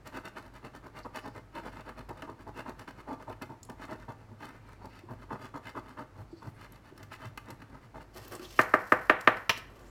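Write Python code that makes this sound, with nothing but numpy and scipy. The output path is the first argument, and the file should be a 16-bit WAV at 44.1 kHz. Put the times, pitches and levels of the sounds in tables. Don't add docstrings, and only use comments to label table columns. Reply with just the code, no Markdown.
import sys
import numpy as np
from scipy import signal
from scipy.fft import rfft, irfft, next_fast_len
from scipy.io import wavfile
from scipy.ndimage import map_coordinates

SR = 44100
rng = np.random.default_rng(int(sys.argv[2]) if len(sys.argv) > 2 else 0)


def transcribe(u):
    v = np.clip(np.atleast_2d(u).T, -1, 1)
    q = np.round(v * 32767).astype(np.int16)
    wavfile.write(sys.argv[1], SR, q)


N = 436574

# pitch in Hz, width in Hz, boost in dB.
CARD = [(281, 98, 9.5), (419, 16, 7), (511, 20, 7.5), (634, 56, 10.5), (891, 180, 9.5), (1252, 68, 6.5),
        (1635, 170, 3), (1740, 70, 7.5), (2078, 125, 9.5), (2543, 176, 11), (2932, 146, 11.5),
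        (3600, 130, 5), (4410, 300, 0)]
# frequency in Hz, relative level in dB.
RASP = [(100, -22.5), (190, -4), (270, 0.5), (450, -1.5), (750, -7.5), (1000, -3.5), (1400, -2),
        (1900, -12.5), (2600, -19), (3300, -26.5), (5000, -28), (7000, -49)]
# frequency in Hz, relative level in dB.
GRIT = [(1500, -32), (3000, -6), (4600, -2), (7000, -6), (10000, -9), (16000, -12.5)]
# frequency in Hz, relative level in dB.
HISS = [(1470, -16), (2500, -4), (3740, -6.5), (4990, -5.5), (8270, -12), (9730, -12), (14800, -12),
        (16000, -19)]


def amp(db):
    return 10 ** (np.asarray(db) / 20)


def unit(x):
    return x / np.sqrt(np.mean(x ** 2) + 1e-20)


def unit_energy(x):
    return x / np.sqrt(np.sum(x ** 2) + 1e-20)


def seconds(size):
    return np.arange(size) / SR


def along(points, hz):
    f, v = np.transpose(points)
    return np.interp(np.log(hz + 1), np.log(f + 1), v)


def add(track, s, x):
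    i = round(s * SR)
    part = x[max(-i, 0):max(len(track) - i, 0)]
    track[max(i, 0):][:len(part)] += part


def colour(x, points, tilt_db=0, modes=()):
    m = 2 * next_fast_len(len(x) // 2 + 2048)
    hz = np.fft.rfftfreq(m, 1 / SR)
    peaks = sum(db / (1 + (2 * (hz - centre) / width) ** 2) for centre, width, db in modes)
    gain = amp(along(points, hz) + peaks + tilt_db * np.log2(np.clip(hz, 450, 3000)))
    cepstrum = irfft(np.log(np.maximum(gain / gain.max(), 1e-6)))
    cepstrum[1:m // 2] *= 2
    cepstrum[m // 2 + 1:] = 0
    response = np.exp(rfft(cepstrum))
    return irfft(rfft(x, m) * response)[:len(x)]


def burst(t60, attack):
    t = seconds(SR // 4)
    return rng.standard_normal(len(t)) * amp(-60 * t / t60) * (1 - np.exp(-t / attack))


def grains(size, rate, spread_db):
    hit = rng.random(size) < rate / SR
    return hit * rng.standard_normal(size) * amp(spread_db * np.minimum(rng.standard_normal(size), 2))


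def swell(t, rise, fall):
    width = np.maximum(np.where(t < 0, rise, fall), .004)
    return np.exp(-(np.abs(t) / width) ** 2.04)


def judder(size, rate, depth_db):
    knots = rng.standard_normal(size)[:int(size * rate / SR) + 4]
    wander = map_coordinates(knots, [seconds(size) * rate])
    return unit(amp(depth_db * wander))


def bump(hz, rattle_db):
    t = seconds(SR // 4)
    ring = unit_energy(np.sin(2 * np.pi * hz * t) * amp(-60 * t / 0.047) * (1 - np.exp(-t / .004)))
    band = [(hz / 4, -22), (hz / 1.35, -5), (hz, 0), (hz * 1.18, -5), (hz * 3, -30), (hz * 12, -70)]
    rattle = unit_energy(colour(burst(t60=0.093, attack=.002), band))
    return ring + amp(rattle_db) * rattle


def shifted(modes):
    detune = .025
    modes = np.array(modes, float)
    scatter = rng.standard_normal(len(modes))
    return [(hz * np.exp(detune * z), width, db) for (hz, width, db), z in zip(modes, scatter)]


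def background():
    # frequency in Hz, relative level in dB.
    air_tone = [(10, -48), (25, -24), (42, -19), (108, 1.5), (166, -8.5), (309, -8), (463, -12.5),
                (911, -15.5), (1650, -20.5), (2100, -24), (2500, -27.5), (3250, -32), (4490, -33),
                (16000, -47.5)]
    # frequency in Hz, relative level in dB.
    hum_tone = [(25, -16.5), (40, -15.5), (51, 8), (63, -24), (78, -12), (105, -1), (125, -8), (160, -25.5),
                (400, -60)]
    air = unit(colour(rng.standard_normal(N), air_tone))
    hum = unit(colour(rng.standard_normal(N), hum_tone))
    return amp(-58.5) * air + amp(-57.5) * hum


def scraping():
    # time of full speed in seconds, rise in seconds, relative rasp level in dB,
    # bite as rasp tilt in dB per octave (above 0 the edge digs in, below 0 the coin drags flat).
    strokes = [(.07, 0.015, -45, 2.5), (.168, .029, -39, 1.5), (.263, 0.019, -41.5, 2.5),
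               (.376, .017, -42, 2), (.468, 0.049, -53.5, 1.5), (.56, .022, -50.5, 3),
               (.652, 0.022, -44, 0.5), (.756, 0.017, -47, 0.5), (.855, 0.022, -47.5, -0.5),
               (.985, 0.034, -45.5, 2), (1.054, .004, -38.5, -4.5), (1.171, 0.023, -38, 3.5),
               (1.268, 0.024, -41, -1.5), (1.373, .027, -45.5, 0), (1.578, 0.032, -39.5, 1.5),
               (1.668, .03, -40, -0.5), (1.797, 0.076, -48.5, 2.5), (1.887, 0.025, -41.5, 0.5),
               (1.991, 0.02, -43, 0.5), (2.1, 0.0097, -40, -4), (2.19, 0.035, -50, 0.5),
               (2.233, .004, -42.5, -2), (2.299, .022, -44, -3.5), (2.41, 0.023, -51.5, 2),
               (2.485, 0.016, -43, -4.5), (2.589, 0.032, -40.5, 1.5), (2.688, 0.024, -38, -1.5),
               (2.809, 0.026, -48.5, 2.5), (2.881, 0.0057, -43, 2), (2.995, .031, -50, 2),
               (3.121, 0.04, -37, -3), (3.215, .021, -49, -0.5), (3.298, 0.02, -40.5, -3),
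               (3.42, 0.0055, -40.5, 0), (3.513, 0.018, -45, -5), (3.7, .009, -42, -7),
               (3.832, 0.037, -44, 2), (3.928, 0.039, -40, -1), (4.025, 0.042, -54.5, 2),
               (4.096, 0.013, -41.5, -2), (4.22, .05, -61, 1), (4.326, .04, -55.5, -3.5),
               (4.44, 0.034, -44.5, 2.5), (4.5, 0.041, -51.5, 2.5), (4.555, .03, -54, 1.5),
               (4.72, 0.072, -55.5, 2.5), (4.854, 0.036, -45.5, -4.5), (4.98, 0.07, -56, 7.5),
               (5.116, 0.026, -44, -3.5), (5.226, .035, -52, 1), (5.337, 0.03, -36, -3),
               (5.456, 0.059, -46, 2), (5.558, 0.015, -39, -3.5), (5.687, .042, -45, 5),
               (5.772, 0.017, -37.5, -2.5), (5.911, 0.061, -50.5, 2), (6.001, 0.024, -39.5, -2),
               (6.202, 0.045, -52, -1.5), (6.46, .036, -47, -1), (6.636, 0.06, -50, 4.5),
               (6.75, 0.048, -57.5, 4), (6.885, 0.043, -56.5, 4), (7.02, 0.059, -55, 1.5),
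               (7.132, 0.017, -45, 6.5), (7.255, 0.049, -44, 3), (7.505, .051, -47.5, 0),
               (7.621, .03, -53.5, 1), (7.755, 0.056, -51.5, 0), (7.837, .019, -58, 5.5),
               (7.968, .022, -46, -1.2), (8.01, 0.011, -51.5, 2)]
    # time in seconds, drone pitch in Hz.
    drone_pitch = [(0, 970), (1.1, 1006), (2.1, 980), (3.1, 900), (4.1, 947), (4.85, 950), (5.4, 1070),
                   (6, 1130), (8, 885)]
    # frequency in Hz, relative level in dB.
    thump_tone = [(50, -28), (80, -17.5), (105, -1.5), (150, -12), (260, -12), (400, -23.5), (800, -65.5)]
    # pitch in Hz, width in Hz, boost in dB.
    rim = [(2550, 90, 5), (2920, 34, 11), (3570, 210, 13.5), (4060, 170, 6), (4540, 100, 10),
           (5870, 150, 4), (6950, 130, 5), (9400, 97, 10), (12000, 120, -17.5)]
    fall_s = .028
    usual_db = -45.5
    full_bite = 3.2
    landing_lead_s = 0.00401
    landing_db, landing_rattle_db = 18, 2.5
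    out, size = np.zeros(N), 2 * SR // 3
    t = seconds(size) - size / SR / 2
    for s, rise, db, bite in strokes:
        speed = swell(t, rise, fall_s)
        grip = judder(size, rate=170, depth_db=2.5)
        thump_db = -51.5 + 0.34 * (db - usual_db) - 0.9 * bite
        grit_db = -65 + 0.86 * (db - usual_db) + 1.52 * min(bite, full_bite)
        drone_hz = np.interp(s, *np.transpose(drone_pitch))
        drone = (drone_hz, 520, 1.25 + 2 * max(-bite, 0))
        fractures = grip * grains(size, rate=7000, spread_db=2.5)
        rasp = unit(colour(fractures, RASP, bite, shifted(CARD) + [drone]))
        thump = unit(colour(rng.standard_normal(size), thump_tone))
        specks = judder(size, rate=400, depth_db=4.5)
        spray = grip * specks * grains(size, rate=9000, spread_db=2.5)
        grit = unit(colour(spray, GRIT, modes=shifted(rim)))
        add(out, s + t[0], speed * (amp(db) * rasp + amp(thump_db) * thump + amp(grit_db) * grit))
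        if bite < -.5:
            landing = bump(drone_hz, landing_rattle_db)
            add(out, s - rise - landing_lead_s, amp(db + landing_db) * landing)
    return out


def desk_scatter(x):
    tone = [(500, -34.5), (1800, -0.5), (16000, 6.0)]
    paths = unit_energy(colour(burst(t60=0.014, attack=0.0013), tone))
    return x + amp(-5.0) * signal.fftconvolve(x, paths)[:N]


def room_tail():
    # frequency in Hz, time to fall by 60 dB in seconds.
    ring_times = [(100, 0.43), (400, 0.33), (1500, 0.43), (4000, 0.33), (12000, 0.32)]
    hz, t, z = signal.stft(rng.standard_normal(SR // 2), SR, nperseg=256)
    fading = z * amp(-60 * t / along(ring_times, hz)[:, None])
    tail = signal.istft(fading, SR, nperseg=256)[1][:SR // 2]
    return unit_energy(tail * (1 - np.exp(-seconds(len(tail)) / 0.0045)))


def small_contacts():
    # start in seconds, relative crack energy in dB, relative body energy in dB.
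    snaps = [(0.073, -28.5, -37), (2.0906, -33.5, -27), (2.2205, -33, -14.5), (2.7933, -32, -22),
             (3.223, -40, -26), (3.325, -41, -21), (3.4201, -26, -17.5), (3.6973, -31.5, -20.5),
             (4.8553, -34.5, -33), (6.977, -33, -29), (7.029, -31, -25), (7.3746, -25.5, -13),
             (7.504, -27.5, -24), (7.617, -50, -22), (8.3942, -34, -24.5), (8.6916, -34, -37),
             (9.2093, -23, -28.5), (9.3691, -32, -16.5)]
    # start in seconds, relative ring energy in dB.
    bumps = [(5.035, -23), (6.328, -16), (6.922, -23.5), (8.395, -17), (8.42, -17.5)]
    # start in seconds, relative energy in dB, pitch in Hz.
    ticks = [(3.63, -24.5, 7200), (3.65, -33, 9900), (6.7213, -34.5, 11600), (8.2795, -27.5, 14600),
             (8.3514, -23, 8400)]
    out = np.zeros(N)
    for s, crack_db, body_db in snaps:
        crack = unit_energy(colour(burst(t60=0.022, attack=0.00057), GRIT))
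        body = unit_energy(colour(burst(t60=0.028, attack=0.0027), RASP, tilt_db=5.0, modes=CARD))
        add(out, s, amp(crack_db) * crack + amp(body_db) * body)
    for s, db in bumps:
        add(out, s, amp(db) * bump(hz=332, rattle_db=-5))
    for s, db, hz in ticks:
        tick = colour(burst(t60=0.018, attack=0.00025), GRIT, tilt_db=7.0, modes=[(hz, 2600, 17)])
        add(out, s, amp(db) * unit_energy(tick))
    return out


def skimming():
    # middle in seconds, half length in seconds, relative level in dB, pitch in Hz.
    skims = [(1.04, 0.011, -61, 4470), (1.267, .09, -70, 4720), (3.88, .035, -76, 7200),
             (4.787, 0.3, -72, 2160), (4.924, .11, -72, 4240), (6.378, 0.081, -72, 4250),
             (6.394, 0.086, -79.5, 7150), (6.56, .1, -79, 9400), (8.452, 0.0078, -44.5, 3400),
             (8.496, .038, -61, 5660), (9.874, 0.063, -65.5, 6700)]
    out, size = np.zeros(N), SR
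    t = seconds(size) - size / SR / 2
    for s, length, db, hz in skims:
        band = [(hz / 4, -80), (hz / 0.9, -10), (hz, 0), (hz * 1.0, -11), (hz * 4, -80)]
        touch = judder(size, rate=40, depth_db=5.0) * rng.standard_normal(size)
        whisper = unit(colour(touch, band))
        add(out, s + t[0], amp(db) * swell(t, length, length) * whisper)
    return out


def thuds():
    # middle in seconds, relative level in dB.
    presses = [(5.125, -44), (6.215, -46), (6.485, -43.5), (7.045, -47.5), (7.27, -44.5), (7.52, -49)]
    # frequency in Hz, relative level in dB.
    boom_tone = [(60, -26), (90, -8), (112, 4.5), (140, -7.5), (200, -17), (500, -54.5)]
    half_s = 0.025
    out, size = np.zeros(N), SR // 3
    t = seconds(size) - size / SR / 2
    for s, db in presses:
        boom = unit(colour(rng.standard_normal(size), boom_tone))
        add(out, s + t[0], amp(db) * swell(t, half_s, half_s) * boom)
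    return out


def sliding():
    # middle in seconds, rise in seconds, fall in seconds,
    # relative rub level in dB, relative hiss level in dB, top sheen in dB.
    slides = [(8.176, .023, 0.024, -46, -51.5, 0), (8.25, 0.093, .083, -54.5, -60, -3),
              (8.33, 0.016, .036, -41.5, -53, 6), (8.45, 0.057, .021, -50, -55, -12),
              (8.535, .07, 0.073, -59.5, -54.5, -10), (8.614, 0.035, 0.023, -46, -45, 2),
              (9.577, 0.012, .013, -51, -45.5, -7), (9.79, 0.21, 0.18, -57, -71, 1)]
    # frequency in Hz, relative level in dB.
    rub_tone = [(71, -47), (120, -21), (265, 0), (361, 2), (406, -0.5), (978, -9), (1150, -1.5),
                (1270, -8.5), (4000, -25.5), (5200, -41), (8800, -120)]
    out, size = np.zeros(N), SR // 2
    t = seconds(size) - size / SR / 2
    for s, rise, fall, rub_db, hiss_db, sheen_db in slides:
        friction = judder(size, rate=83, depth_db=1) * rng.standard_normal(size)
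        rub = unit(colour(friction, rub_tone))
        fibres = judder(size, rate=160, depth_db=2.5) * grains(size, rate=5500, spread_db=4.5)
        hiss = unit(colour(fibres, HISS, modes=[(13000, 21000, sheen_db)]))
        add(out, s + t[0], swell(t, rise, fall) * (amp(rub_db) * rub + amp(hiss_db) * hiss))
    return out


def disperse(x, delay_s):
    hz = np.fft.rfftfreq(len(x), 1 / SR)
    cycles = delay_s * (2 * np.sqrt(1000 * hz) - hz / 2)
    return irfft(rfft(x) * np.exp(-2j * np.pi * cycles), len(x))


def tapping():
    # start in seconds, relative energy in dB,
    # contact cut-off in Hz, paper crackle in dB relative to the knock.
    taps = [(8.5902, 12.5, 2400, -28.5), (8.7376, 12, 2040, -30.5), (8.9202, 12.5, 2100, -28.5),
            (9.0962, 13.5, 2870, -31), (9.2735, 14.5, 2930, -32)]
    # frequency in Hz, relative level in dB.
    knock_tone = [(30, -82), (60, -31), (120, -20), (250, -11), (500, -14.5), (800, -10), (1250, 4),
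                  (1800, -11.5), (2500, -4), (3300, -11), (6000, -11), (16000, -31)]
    # pitch in Hz, width in Hz, boost in dB.
    desk_modes = [(109.5, 31, 15), (315, 133, 12.5), (398, 56, 8.5), (499.5, 46, 17), (628, 94, 17.5),
                  (774, 20, 10.5), (870, 110, 3.5), (1050, 34, 2.5), (1203, 103, 6), (1360, 25, 1.5),
                  (1580, 103, 7.5), (1750, 130, 11), (1827, 133, 12.5), (2060, 110, 10)]
    # frequency in Hz, relative level in dB.
    spread_tone = [(30, -50), (120, -16), (300, -8.5), (500, -1), (800, -3.5), (1250, -3), (1750, -2.5),
                   (2300, -9), (3000, -15), (4000, -17), (16000, -31)]
    contact, lag_s, corner = np.zeros(SR // 4), .0023, .36
    contact[0] = corner
    for k in range(5):
        contact[round((k + 1) * lag_s * SR)] = (1 - corner ** 2) * (-corner) ** k
    near, sent = np.zeros(N), np.zeros(N)
    lead = SR // 50
    for s, db, contact_hz, crackle_db in taps:
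        size = amp(db)
        softness = signal.butter(4, contact_hz, fs=SR, output="sos")
        flutter = unit_energy(burst(t60=0.07, attack=0.0035))
        blow = colour(contact + amp(-7.0) * flutter, knock_tone, modes=desk_modes)
        blow = signal.sosfilt(softness, blow)
        knock = unit_energy(disperse(np.pad(blow, lead), delay_s=0.001404))
        crackle = unit_energy(colour(burst(t60=0.07, attack=0.00021), HISS))
        add(near, s - lead / SR, size * knock)
        add(near, s, size * amp(crackle_db) * crackle)
        add(sent, s, size * unit_energy(signal.sosfilt(softness, colour(contact, spread_tone))))
    return near, sent


def crumbs():
    # time in seconds, relative level in dB.
    trickle_levels = [(8.66, -66), (8.948, -62.5), (9.178, -69), (9.294, -63), (9.47, -74)]
    t = seconds(N)
    s, db = np.transpose(trickle_levels)
    falling = swell(t - np.clip(t, s[0], s[-1]), .04, .02)
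    trickle = unit(colour(grains(N, rate=3600, spread_db=5), HISS, modes=[(12000, 9000, 2)]))
    return amp(np.interp(t, s, db) + 1) * falling * trickle


def flick():
    # frequency in Hz, relative level in dB.
    flick_tone = [(60, -31), (110, -9), (290, -15), (410, -6.5), (700, -9.5), (1000, 0), (1400, -9),
                  (1900, -6), (2900, -5), (4400, -16), (5500, -14.5), (8300, -32.5), (16000, -30)]
    start_s = 9.4938
    out = np.zeros(N)
    flutter = unit_energy(colour(burst(t60=0.06, attack=0.00079), flick_tone))
    add(out, start_s, amp(7.5) * flutter)
    return out


def scene():
    touches = scraping() + thuds() + sliding() + skimming() + crumbs() + small_contacts()
    coin = amp(-.5) * desk_scatter(touches)
    taps, taps_sent = tapping()
    snap = flick()
    sent = amp(-11.0) * coin + amp(-10.5) * taps_sent + amp(-11.0) * snap
    room = signal.fftconvolve(sent, room_tail())[:N]
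    return (coin + taps + snap + room + background())[None]


def record(dry):
    top_hz = 16100
    m = next_fast_len(N + SR // 2)
    keep_band = np.fft.rfftfreq(m, 1 / SR) < top_hz
    return irfft(rfft(dry, m) * keep_band, m)[..., :N]


dry = scene()
out = record(dry)
transcribe(out)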